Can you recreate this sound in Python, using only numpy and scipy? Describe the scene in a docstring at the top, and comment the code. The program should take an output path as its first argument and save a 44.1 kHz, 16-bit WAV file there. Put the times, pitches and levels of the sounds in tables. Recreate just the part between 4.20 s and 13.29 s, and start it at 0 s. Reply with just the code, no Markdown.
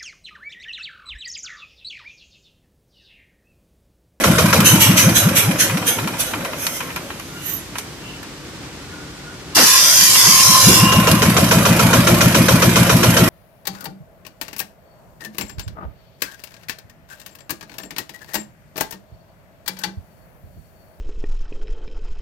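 """A small single-cylinder diesel idles outdoors, then hisses on each compression and clacks to a halt.
After a rest the starter grinds, the flywheel rings, and the engine coughs, catches and idles again.
A held decompression lever lets the compressions hiss away; the starter cranks until it is let go.
Crank angle times the gas pulses, knocks, clacks and air jets: pulses, shaped noise, damped resonances.
Gear mesh sets the starter's whine and grit; levels in dB are relative, before each layer's mix gain."""
import sys
import numpy as np
from scipy import signal
from scipy.fft import rfft, irfft, next_fast_len
from scipy.io import wavfile
from scipy.ndimage import uniform_filter1d

SR = 44100
rng = np.random.default_rng(int(sys.argv[2]) if len(sys.argv) > 2 else 0)


def unload_audio(sound):
    """Save the sound as a 16-bit wav file, at the path given as the first command line argument."""
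    columns = np.transpose(np.atleast_2d(sound))
    # keep every value between -1 and 1, then stretch to whole-number steps
    steps = np.round(np.clip(columns, -1, 1) * 32767)
    wavfile.write(sys.argv[1], SR, steps.astype(np.int16))


N = 400869
TIME = np.arange(N) / SR

# Crank speed coasting to a halt: (time [s], speed [four-stroke cycles/s])
RUN_DOWN = [(0.0, 7.006), (0.485, 6.749), (0.793, 5.66), (1.151, 4.594), (1.434, 3.829), (2.022, 2.749),
            (2.443, 1.959), (2.705, 1.772), (3.2, 0.0)]
# Crank speed from rest up to idle: (time [s], speed [four-stroke cycles/s])
RESTART = [(5.36, 0.0), (5.502, 1.922), (6.617, 6.546), (7.0, 6.732), (7.53, 7.184), (9.09, 7.366)]
# Gear-mesh partials: (multiple, whine level [dB], flywheel level when the partial meets it [dB])
MESH_PARTIALS = [(1, -42, -20), (2, -33, -20)]
# Spectrum of bright metallic ticks: (frequency [Hz], level [dB])
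TICK_COLOUR = [(1000, -10), (3000, 2.5), (6000, 2.5), (8000, -1.5), (12000, 0), (14500, -7)]

# Shares are fractions of a cycle after the top of the exhaust stroke
FIRING_SHARE = -.457
IDLE_SPEED = 7  # cycles/s
STARTER_ON_S, STARTER_OFF_S, CATCH_S = 5.347, 6.575, 6.43


def undb(db):
    """Decibels to gain."""
    return 10 ** (np.asarray(db) / 20)


def unit(x):
    """Scale to rms 1."""
    return x / np.sqrt(np.mean(x ** 2))


def over_hz(points, f):
    """Join points on a log-frequency axis."""
    hz, value = np.transpose(points)
    return np.interp(np.log(f + 1), np.log(hz), value)


def colour(x, points):
    """Filter a sound by a gain curve over frequency."""
    f = np.fft.rfftfreq(x.shape[-1], 1 / SR)
    return irfft(rfft(x) * undb(over_hz(points, f)), x.shape[-1])


def resonate(x, modes):
    """Sum of damped resonances: (frequency [Hz], width [Hz], level [dB])."""
    size = next_fast_len(x.shape[-1] + SR // 2)
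    f = np.fft.rfftfreq(size, 1 / SR)
    response = sum(undb(db) * 1j * f * width / (hz ** 2 - f ** 2 + 1j * f * width)
                   for hz, width, db in modes)
    return irfft(rfft(x, size) * response, size)[..., :x.shape[-1]]


def noise(points, size=N):
    """Coloured stereo noise: channels alike in the bass, unrelated in the treble."""
    # Likeness of left and right: (frequency [Hz], correlation)
    likeness = [(30, .8), (130, .95), (300, .88), (640, .75), (1400, .55), (3100, 0.11), (15000, 0)]
    long = next_fast_len(size)
    f = np.fft.rfftfreq(long, 1 / SR)
    alike = np.clip(over_hz(likeness, f), -1, 1)
    random_phase = np.exp(2j * np.pi * rng.random((2, len(f))))
    mid, side = random_phase * np.sqrt([1 + alike, 1 - alike])
    spectrum = np.array([mid + side, mid - side]) * undb(over_hz(points, f))
    return unit(irfft(spectrum, long)[:, :size])


def clicks(times, sizes):
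    """Impulses at the given times; those outside the scene are dropped."""
    at = (np.asarray(times) * SR).astype(int)
    inside = (at >= 0) & (at < N)
    return np.bincount(at[inside], np.broadcast_to(sizes, at.shape)[inside], N)


def spread(x, response):
    """Each impulse sets off the response."""
    return signal.oaconvolve(np.atleast_2d(x), np.atleast_2d(response), axes=1)[:, :N]


def fade(rise_s, fall_s, tail_s, tail_db):
    """Envelope of a blow: quick rise, main decay and a weaker tail."""
    t = TIME[:SR // 3]
    return (1 - np.exp(-t / rise_s)) * (np.exp(-t / fall_s) + undb(tail_db) * np.exp(-t / tail_s))


def swell(s, db, rise_s, fall_s):
    """Power of a sound with a Gaussian rise to its peak and an exponential fall."""
    t = TIME - s
    decay = np.where(t < 0, (t / rise_s) ** 2, t / fall_s)
    return (undb(db) * np.exp(-decay)) ** 2


def shimmer(x, depth_db, width_hz, hold_s, size=1024):
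    """Narrow frequency bands swell and fade, each on its own."""
    _, _, z = signal.stft(x, nperseg=size)
    walk = rng.standard_normal(z.shape[1:])
    for axis, span in enumerate((width_hz * size / SR, hold_s * 2 * SR / size)):
        bell = np.exp(-(np.arange(-24, 25) / span) ** 2)
        walk = signal.fftconvolve(walk, np.expand_dims(bell, 1 - axis), "same")
    gain = unit(undb(depth_db * np.clip(unit(walk), -2, 2)))
    return signal.istft(z * gain, nperseg=size)[1][:, :N]


def speed(s, runs=(RUN_DOWN, RESTART)):
    """Crank speed in cycles per second at the given times."""
    return sum(np.maximum(np.interp(s, *np.transpose(run)), 0) for run in runs) + 1e-6


def angles():
    """Crank angle in cycles for the run-down and the restart: each integrates its speed."""
    starts = ((RUN_DOWN, .277), (RESTART, .011))  # start as a share of the cycle
    return [start + np.cumsum(speed(TIME, [run])) / SR for run, start in starts]


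def crank(shares, count=24):
    """Times at which the crank passes the shares; one row a cycle, -1 where it never does."""
    places = np.arange(count)[:, None] + np.atleast_1d(shares)
    return np.vstack([np.interp(places, angle, TIME, left=-1, right=-1) for angle in angles()])


def knee_db(s, knee, power):
    """Level that is steady at high crank speed and falls away below the knee (cycles/s)."""
    return -10 * np.log10(1 + (knee / speed(s)) ** (2 * power))


def cranking_db(s):
    """Drop in level while the starter drags the engine, lifted over 0.1 s as it catches."""
    return -9.5 * (s > STARTER_ON_S) * np.clip(10 * (CATCH_S - s) + .5, 0, 1)


def gas_level(s):
    """Strength of the gas pulses in dB; it follows the crank speed."""
    return 0.3 + knee_db(s, knee=4.9, power=4) + cranking_db(s)


def burning(s):
    """Whether the fuel ignites at the given times."""
    # Stretches of ignition: (start [s], end [s])
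    stretches = [(0, .42), (6.66, 9.2)]
    return np.any([(s >= start) & (s < end) for start, end in stretches], axis=0)


def block(x, modes_db):
    """The crankcase adds its resonances to whatever shakes it."""
    # Engine block resonances: (frequency [Hz], width [Hz], level [dB])
    block_modes = [(548, 41, 7), (649, 68, 4.5), (1000, 150, 12), (1360, 94, 7), (1620, 220, -4),
                   (2435, 79, 7), (3090, 160, 8), (3860, 200, 11), (5640, 380, 10)]
    return x + undb(modes_db) * resonate(x, block_modes)


def yard():
    """A low outdoor rumble: coloured noise with a slow random level."""
    # Rumble spectrum: (frequency [Hz], level [dB])
    rumble_colour = [(20, -62), (54, -3), (117, -3.5), (149, -0.5), (234, -7), (290, -2), (450, -9.5),
                     (644, -14.5), (1450, -14.5), (2700, -17.5), (5000, -19), (8000, -24), (9800, -31),
                     (14500, -40)]
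    throb = uniform_filter1d(uniform_filter1d(rng.standard_normal(N), SR // 30), SR // 30)
    return noise(rumble_colour) * undb(-34.5 + 0.58 * unit(throb))


def squeaks(width_hz=22):
    """Thin, unsteady tones: noise through one narrow resonance, under a Gaussian swell."""
    # Faint squeaks around the rest: (time [s], pitch [Hz], half length [s], level [dB])
    squeak_table = [(3.18, 1410, .06, -41), (3.23, 2850, .05, -40.5), (3.9, 2730, .05, -40),
                    (3.89, 2960, .07, -44), (4.821, 1445, 0.13, -44), (5.1, 1440, 0.043, -40)]
    rub = noise([(100, 0), (10000, 0)], size=SR // 2)
    t = TIME[:SR // 2] - .5 / 2
    out = 0
    for s, hz, half_s, db in squeak_table:
        tone = unit(resonate(rub, [(hz, width_hz, 0)])) * np.exp(-(t / half_s) ** 2 / 2)
        out = out + spread(clicks([s - .5 / 2], undb(db)), tone)
    return out


def flywheel(teeth, mesh_hz, engaged):
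    """Two mode pairs ring as the pinion catches; the low pair also when a mesh partial meets it."""
    # Low mode pair: (frequency [Hz], width [Hz], level [dB])
    ring_low = [(1037, 10, 6), (1076, 14, 3)]
    # High mode pair: (frequency [Hz], width [Hz], level [dB])
    ring_high = [(2774, 10, 1), (2842, 9, 0)]
    # Pinion catches, the last and longest as it is thrown out:
    # (peak time [s], low pair level [dB], high pair level [dB], rise [s], fall of the low pair [s])
    catches = [(5.39, -22, -20, .03, .03), (5.96, -30, -14, .015, .02), (6.21, -25, -16, .02, .025),
               (6.372, -11, -35, .035, .022), (6.7, -17.5, -15, .19, .32)]
    sympathy_hz = 50  # detuning that halves the response power
    centre_hz = np.mean(ring_low, axis=0)[0]
    low_power = 0
    for k, _, db in MESH_PARTIALS:
        detuning = (k * mesh_hz - centre_hz) / sympathy_hz
        low_power = low_power + (engaged * undb(db)) ** 2 / (1 + detuning ** 2)
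    high_power = 0
    for s, low_db, high_db, rise_s, fall_s in catches:
        low_power = low_power + swell(s, low_db, rise_s, fall_s)
        high_power = high_power + swell(s, high_db, rise_s, .55 * fall_s)  # dies sooner
    # the low pair rings almost cleanly, wandering a little in phase
    drift = np.cumsum(rng.standard_normal((len(ring_low), N)), axis=1)
    low = 0
    for (hz, width, db), d in zip(ring_low, drift):
        wander = np.sqrt(2 * np.pi * width / SR) * d
        low = low + undb(db) * np.sin(2 * np.pi * hz * TIME + wander)
    high = resonate(teeth, ring_high)
    return undb(-1.0) * unit(low) * np.sqrt(low_power) + undb(-4) * unit(high) * np.sqrt(high_power)


def starter():
    """The pinion slams in and grinds on the ring gear: mesh-modulated noise, whine and flywheel ring."""
    # Gear mesh gathering speed: (time [s], mesh rate [Hz])
    mesh_track = [(5.4, 420), (5.56, 530), (5.8, 830), (5.99, 900), (6.12, 1025), (6.38, 1062), (6.5, 1140)]
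    # Grinding spectrum: (frequency [Hz], level [dB])
    drive_colour = [(120, -40), (200, -22), (440, -18.5), (795, -17), (1040, -10), (1160, -11.5),
                    (3400, -6.5), (3710, -9.5), (5310, -0.5), (8170, -7), (11500, -8), (13700, -11),
                    (14500, -31)]
    # Starter drive resonances: (frequency [Hz], width [Hz], level [dB])
    drive_modes = [(3120, 34, -12), (3500, 39, 0.5), (3980, 32, -2), (4980, 84, -7), (5600, 25, -7),
                   (5900, 77, -23), (6380, 100, -11), (6830, 28, -8), (6900, 57, -16), (8130, 50, -16),
                   (8540, 77, -17), (8940, 69, -11), (9150, 54, -11), (10840, 88, -9.5)]
    attack_s, fall_db_per_s = .011, 115
    engaged = np.clip((TIME - STARTER_ON_S) / attack_s, 0, 1)
    engaged = engaged * undb(-fall_db_per_s * np.maximum(TIME - STARTER_OFF_S, 0))
    mesh_hz = np.interp(TIME, *np.transpose(mesh_track))
    mesh = 2 * np.pi * np.cumsum(mesh_hz) / SR
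    roughness = unit(uniform_filter1d(rng.standard_normal(N), SR // 300))
    grit = undb(1.5 * np.sin(mesh) + 0.92 * roughness)
    teeth = grit * noise(drive_colour)
    grind = unit(teeth) + undb(-12) * unit(resonate(teeth, drive_modes))
    grind = undb(-10.7) * unit(shimmer(grind, depth_db=5, width_hz=40, hold_s=.07))
    whine = grit * sum(undb(db) * np.sin(k * mesh) for k, db, _ in MESH_PARTIALS)
    slam = spread(clicks([5.362], 0.94), fade(rise_s=0.028, fall_s=0.038, tail_s=0.068, tail_db=-20))
    slam = slam * noise([(60, -33), (200, 4), (500, -1.5), (1600, -1.5), (3000, -7), (9000, -38)])
    ring = flywheel(teeth, mesh_hz, engaged)
    return engaged * (undb(1) * grind + whine) + undb(-3) * slam + ring


def decompression():
    """Air jets past the lifted valve, weaker and shorter as the crank slows; the last sighs and whistles."""
    # Slow escapes as the piston stalls and rocks back: (peak time [s], level [dB], rise [s], fall [s])
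    sighs = [(2.45, -27.5, .06, .09), (2.57, -30, .05, .04), (3.3, -32, .071, .085), (3.6, -37, .04, .04)]
    # Escaping air spectrum: (frequency [Hz], level [dB])
    leak_colour = [(500, -23), (1200, -3), (1900, 2.5), (2300, 5), (2600, 0), (3000, 7.5), (3500, 0.5),
                   (3900, 1), (4500, -5.5), (5200, -1.5), (6200, 6.5), (6900, 0.5), (11500, -1),
                   (14500, -4)]
    jet_share, jet_lag_s, jet_rise_s = .41, .014, .018
    jet_idle_fall_s = .072  # fall time at idle speed, proportional to speed
    draw_share, draw_s = .65, .045
    slow = sum(swell(*sigh) for sigh in sighs)
    # air seeps out of the resting cylinder
    power = slow + swell(3.2, -44, rise_s=.5, fall_s=.6)
    for jet_s, draw_at_s in crank([jet_share, draw_share]):
        if .42 < jet_s < 2.3:
            jet_db = -9.5 + knee_db(jet_s, knee=3.6, power=2.8)
            jet_fall_s = jet_idle_fall_s * speed(jet_s) / IDLE_SPEED
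            power = power + swell(jet_s + jet_lag_s, jet_db, jet_rise_s, jet_fall_s)
            # the sinking piston draws air back through the same gap
            power = power + swell(draw_at_s, -29, draw_s, draw_s)
    # one whistling swell, whose pitch follows the pressure
    whistle_s, whistle_half_s, base_hz, rise_hz = 3.318, .06, 10500, 3400
    pressure = np.exp(-((TIME - whistle_s) / whistle_half_s) ** 2)
    waver = unit(uniform_filter1d(rng.standard_normal(N), SR // 1000))
    whistle_hz = (base_hz + rise_hz * pressure) * (1 + .014 * waver)
    whistle = np.sin(2 * np.pi * np.cumsum(whistle_hz) / SR) * pressure
    whistle = whistle * undb(-24) * undb([[-7], [3]])  # stronger on the right
    # a thin, high hiss rides on the jet, more so on the slow escapes
    thin = np.sqrt(undb(-12) ** 2 * power + undb(-4.5) ** 2 * slow)
    thin = thin * noise([(5000, -23), (8000, -5), (11500, 0), (14500, -4)])
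    return np.sqrt(power) * noise(leak_colour) * undb(2.5) + thin + whistle


def valve_gear(count=48):
    """Gear teeth rattle in a partly repeating pattern over bearing hiss; valve gear ticks; louder with speed."""
    # Clatter spectrum: (frequency [Hz], level [dB])
    clatter_colour = [(60, -23), (170, -1), (320, 1.5), (410, -9), (520, -1), (650, -4), (780, -10),
                      (1100, -8), (2400, -10), (4300, -20), (6000, -17), (8000, -19), (11500, -19.5),
                      (14500, -24)]
    # Valve-gear ticks: (share of the cycle, level [dB])
    gear_ticks = [(-.28, -6), (-.18, -7.5), (0.078, -3), (.38, -7)]
    s = crank(np.arange(count) / count)
    # one part repeats every cycle, one is new
    tooth_db = 3.8 * rng.standard_normal(count) + 3 * rng.standard_normal(s.shape)
    ring = fade(rise_s=0.0009, fall_s=0.0073, tail_s=0.0083, tail_db=-24)
    ring = ring * noise(clatter_colour, size=len(ring))
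    tooth_s = s + .00015 * rng.standard_normal(s.shape)
    teeth = unit(spread(clicks(tooth_s, undb(tooth_db)), ring))
    rattle = unit(block(teeth + undb(7) * noise(clatter_colour), modes_db=-15))
    shares, tick_db = np.transpose(gear_ticks)
    s = crank(shares)
    ticks = clicks(s, undb(tick_db + 0.95 * rng.standard_normal(s.shape)))
    ticks = spread(ticks, fade(rise_s=0.0007, fall_s=0.0077, tail_s=0.048, tail_db=-15))
    ticks = ticks * noise(TICK_COLOUR)
    # 23 dB per decade of crank speed
    level_db = -17.5 + 23 * np.log10(speed(TIME) / IDLE_SPEED) + cranking_db(TIME)
    return undb(level_db) * (undb(-1.0) * rattle + undb(2) * ticks)


def clacks():
    """Metal clacks, from rockers in every cycle and a few alone: a ringing body and a bright tick."""
    # Rockers and cam followers: (share of the cycle, body level [dB], treble level [dB])
    rockers = [(-.218, -23.5, -35), (-.04, -31.5, -47), (.057, -24.5, -28.5), (.244, -29, -48)]
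    # Lone clacks of lever, piston and starter pinion: (time [s], body level [dB], treble level [dB])
    lone_clacks = [(0.403, -26, -18), (2.466, -24.5, -18), (2.996, -34, -34), (3.554, -28.5, -41),
                   (3.583, -32, -24), (4.029, -38, -38), (5.954, -21.5, -17), (6.913, -30, -13)]
    rows = list(lone_clacks)
    for share, body_db, treble_db in rockers:
        for s in crank(share).ravel():
            rows.append((s, body_db + cranking_db(s), treble_db + cranking_db(s)))
    s, body_db, treble_db = np.transpose(rows)
    body = spread(clicks(s, undb(body_db)), fade(rise_s=0.0012, fall_s=0.009, tail_s=.04, tail_db=-16))
    body = body * noise([(250, -28), (700, -1.5), (1200, 1.5), (1900, 4), (2500, 3.5),
                         (4000, -12.5), (7000, -24), (14000, -34)])
    tick_fade = fade(rise_s=0.0011, fall_s=0.0032, tail_s=0.011, tail_db=-6)
    tick = spread(clicks(s, undb(treble_db)), tick_fade) * noise(TICK_COLOUR)
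    return block(undb(.5) * body, modes_db=-2.5) + undb(5.5) * tick


def knocks():
    """Ignition snaps, the block rings on, and the piston slaps the liner a moment later, lower in pitch."""
    # Knock body spectrum: (frequency [Hz], level [dB])
    knock_colour = [(200, -20), (450, 6), (750, -12), (1300, 1.5), (1900, -5.5), (2600, -2.5), (4000, -14),
                    (7000, -7.5), (14000, -42)]
    body_db, treble_db, scatter_db = -11.8, -16, .9
    s = crank(FIRING_SHARE)
    s = s[burning(s)]
    force = undb(scatter_db * rng.standard_normal(len(s)))
    size = force * undb(body_db)
    snap = spread(clicks(s, size), fade(rise_s=0.0006, fall_s=0.003, tail_s=.015, tail_db=-22))
    snap = snap * noise([(900, -17), (1500, 5.5), (2700, -2.5), (4000, -5.5), (7000, -9), (14000, -37)])
    body_fade = fade(rise_s=0.0019, fall_s=0.013, tail_s=0.027, tail_db=-24.5)
    body = spread(clicks(s + 0.0025, size), body_fade) * noise(knock_colour)
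    crack_fade = fade(rise_s=0.0088, fall_s=0.03, tail_s=.045, tail_db=-4.5)
    crack = spread(clicks(s, force * undb(treble_db)), crack_fade) * noise(TICK_COLOUR)
    slap_fade = fade(rise_s=0.0027, fall_s=0.034, tail_s=0.1, tail_db=-20)
    slap = spread(clicks(s + 0.013, size), slap_fade)
    slap = slap * noise([(20, -8), (90, 6), (200, 18), (480, -2.5), (650, 6.5), (1100, -20), (3000, -39)])
    ring = block(undb(-2.5) * body + undb(-6) * slap, modes_db=2)
    return undb(5) * snap + ring + undb(-1.5) * crack


def cough():
    """A rough gust of gas from the silencer as the engine catches: a swell of low noise."""
    gust = np.sqrt(swell(6.49, -14, rise_s=.02, fall_s=.05))
    return gust * noise([(25, -20), (70, -4), (200, -2), (360, 3), (520, -11), (1200, -30), (6000, -55)])


def puff(times, db, hz):
    """Short pressure pulses around a pitch, no two quite as strong."""
    turn = (np.pi * hz * (TIME[:SR // 10] - 1 / 20)) ** 2
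    size = undb(db + .7 * rng.standard_normal(times.shape))
    return spread(clicks(times - 1 / 20, size), (1 - 2 * turn) * np.exp(-turn))


def boom():
    """The cylinder booms through the open exhaust valve, higher as the piston shrinks its volume."""
    # Boom over the cycle: (share of the cycle, pitch [Hz], level [dB])
    boom_track = [(-.36, 90, -41), (-.22, 106, -17), (-.12, 105.6, -16), (-.05, 145, -7.5), (0, 180, -6),
                  (.04, 233, -10), (.09, 310, -19.5), (.2, 340, -32)]
    shares, hz, db = np.transpose(boom_track)
    out = 0
    for angle in angles():
        cycle = np.round(angle)
        share = angle - cycle
        top_s = np.interp(cycle, angle, TIME)
        turns = np.cumsum(np.interp(share, shares, hz)) / SR
        turns = turns - np.interp(top_s, TIME, turns)  # phase zero at the top
        moving = np.gradient(angle) * SR > 1
        gain = undb(np.interp(share, shares, db, left=-120, right=-120))
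        out = out + moving * np.cos(2 * np.pi * turns) * gain
    return out * undb(gas_level(TIME))


def exhaust():
    """Gas pulses ring silencer and intake; each firing adds a stronger blow-down; the gas flutters."""
    # Compression, valve overlap and intake pulses: (share of the cycle, pitch [Hz], level [dB])
    strokes = [(-.49, 150, -10.5), (.12, 170, -10.5), (.22, 153, -7.5), (0.349, 160, -13)]
    # Air resonances of silencer and intake: (frequency [Hz], width [Hz], level [dB])
    pipes = [(67, 11, 3), (114, 22.3, 10), (142, 5.7, -1), (179.4, 36, 9.5), (264, 14, -8), (337, 35, 9)]
    pulses = 0
    for share, hz, db in strokes:
        s = crank(share)
        pulses = pulses + puff(s, gas_level(s) + db, hz)
    s = crank(-.128)[burning(crank(FIRING_SHARE))]
    # the blow-down comes back once from the far end of the silencer
    blow = puff(s, gas_level(s) - 7.5, hz=113) + puff(s + .009, gas_level(s) - 8.5, hz=130)
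    cylinder = boom()
    flow = np.sqrt(np.abs(uniform_filter1d((pulses + cylinder) ** 2, SR // 50)))
    flutter = flow * noise([(20, -24), (55, -13), (130, -6), (310, 5), (600, -9), (1500, -26), (8000, -53)])
    direct = undb(-16.5) * pulses + undb(-5) * blow + cylinder
    ringing = resonate(pulses + undb(-2.5) * blow + undb(-7.5) * cylinder, pipes)
    gas = direct + undb(-4.5) * ringing
    # the exhaust sound carries little deep bass
    return colour(gas, [(25, -23), (58, 0)]) + undb(-17.5) * flutter


def scene():
    """Surroundings, starter and engine summed."""
    air = shimmer(decompression(), depth_db=5, width_hz=70, hold_s=.08)
    metal = shimmer(valve_gear(), depth_db=4, width_hz=41, hold_s=0.034)
    return yard() + squeaks() + starter() + air + metal + clacks() + knocks() + cough() + exhaust()


def record(dry):
    """The right side is nearer and has more high treble; peaks are rounded, both ends of the band cut."""
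    # Left minus right: (frequency [Hz], level difference [dB])
    ports = [(110, 1), (550, 1.5), (1300, -.5), (4400, 0), (6000, 1.5), (8100, -1.5), (10000, -6.5),
             (12500, -13.5), (15000, -4)]
    sound = np.array([colour(x, [(hz, side * db / 2) for hz, db in ports])
                      for x, side in zip(dry, (1, -1))])
    sound = sound / (1 + sound ** 6) ** (1 / 6)
    sound = signal.sosfilt(signal.butter(1, 15, "high", fs=SR, output="sos"), sound)
    sound[0] = np.roll(sound[0], 3)  # left arrives 3 samples later
    return signal.sosfilt(signal.ellip(10, .2, 70, 14400, fs=SR, output="sos"), sound)


dry = scene()
out = record(dry)
unload_audio(out)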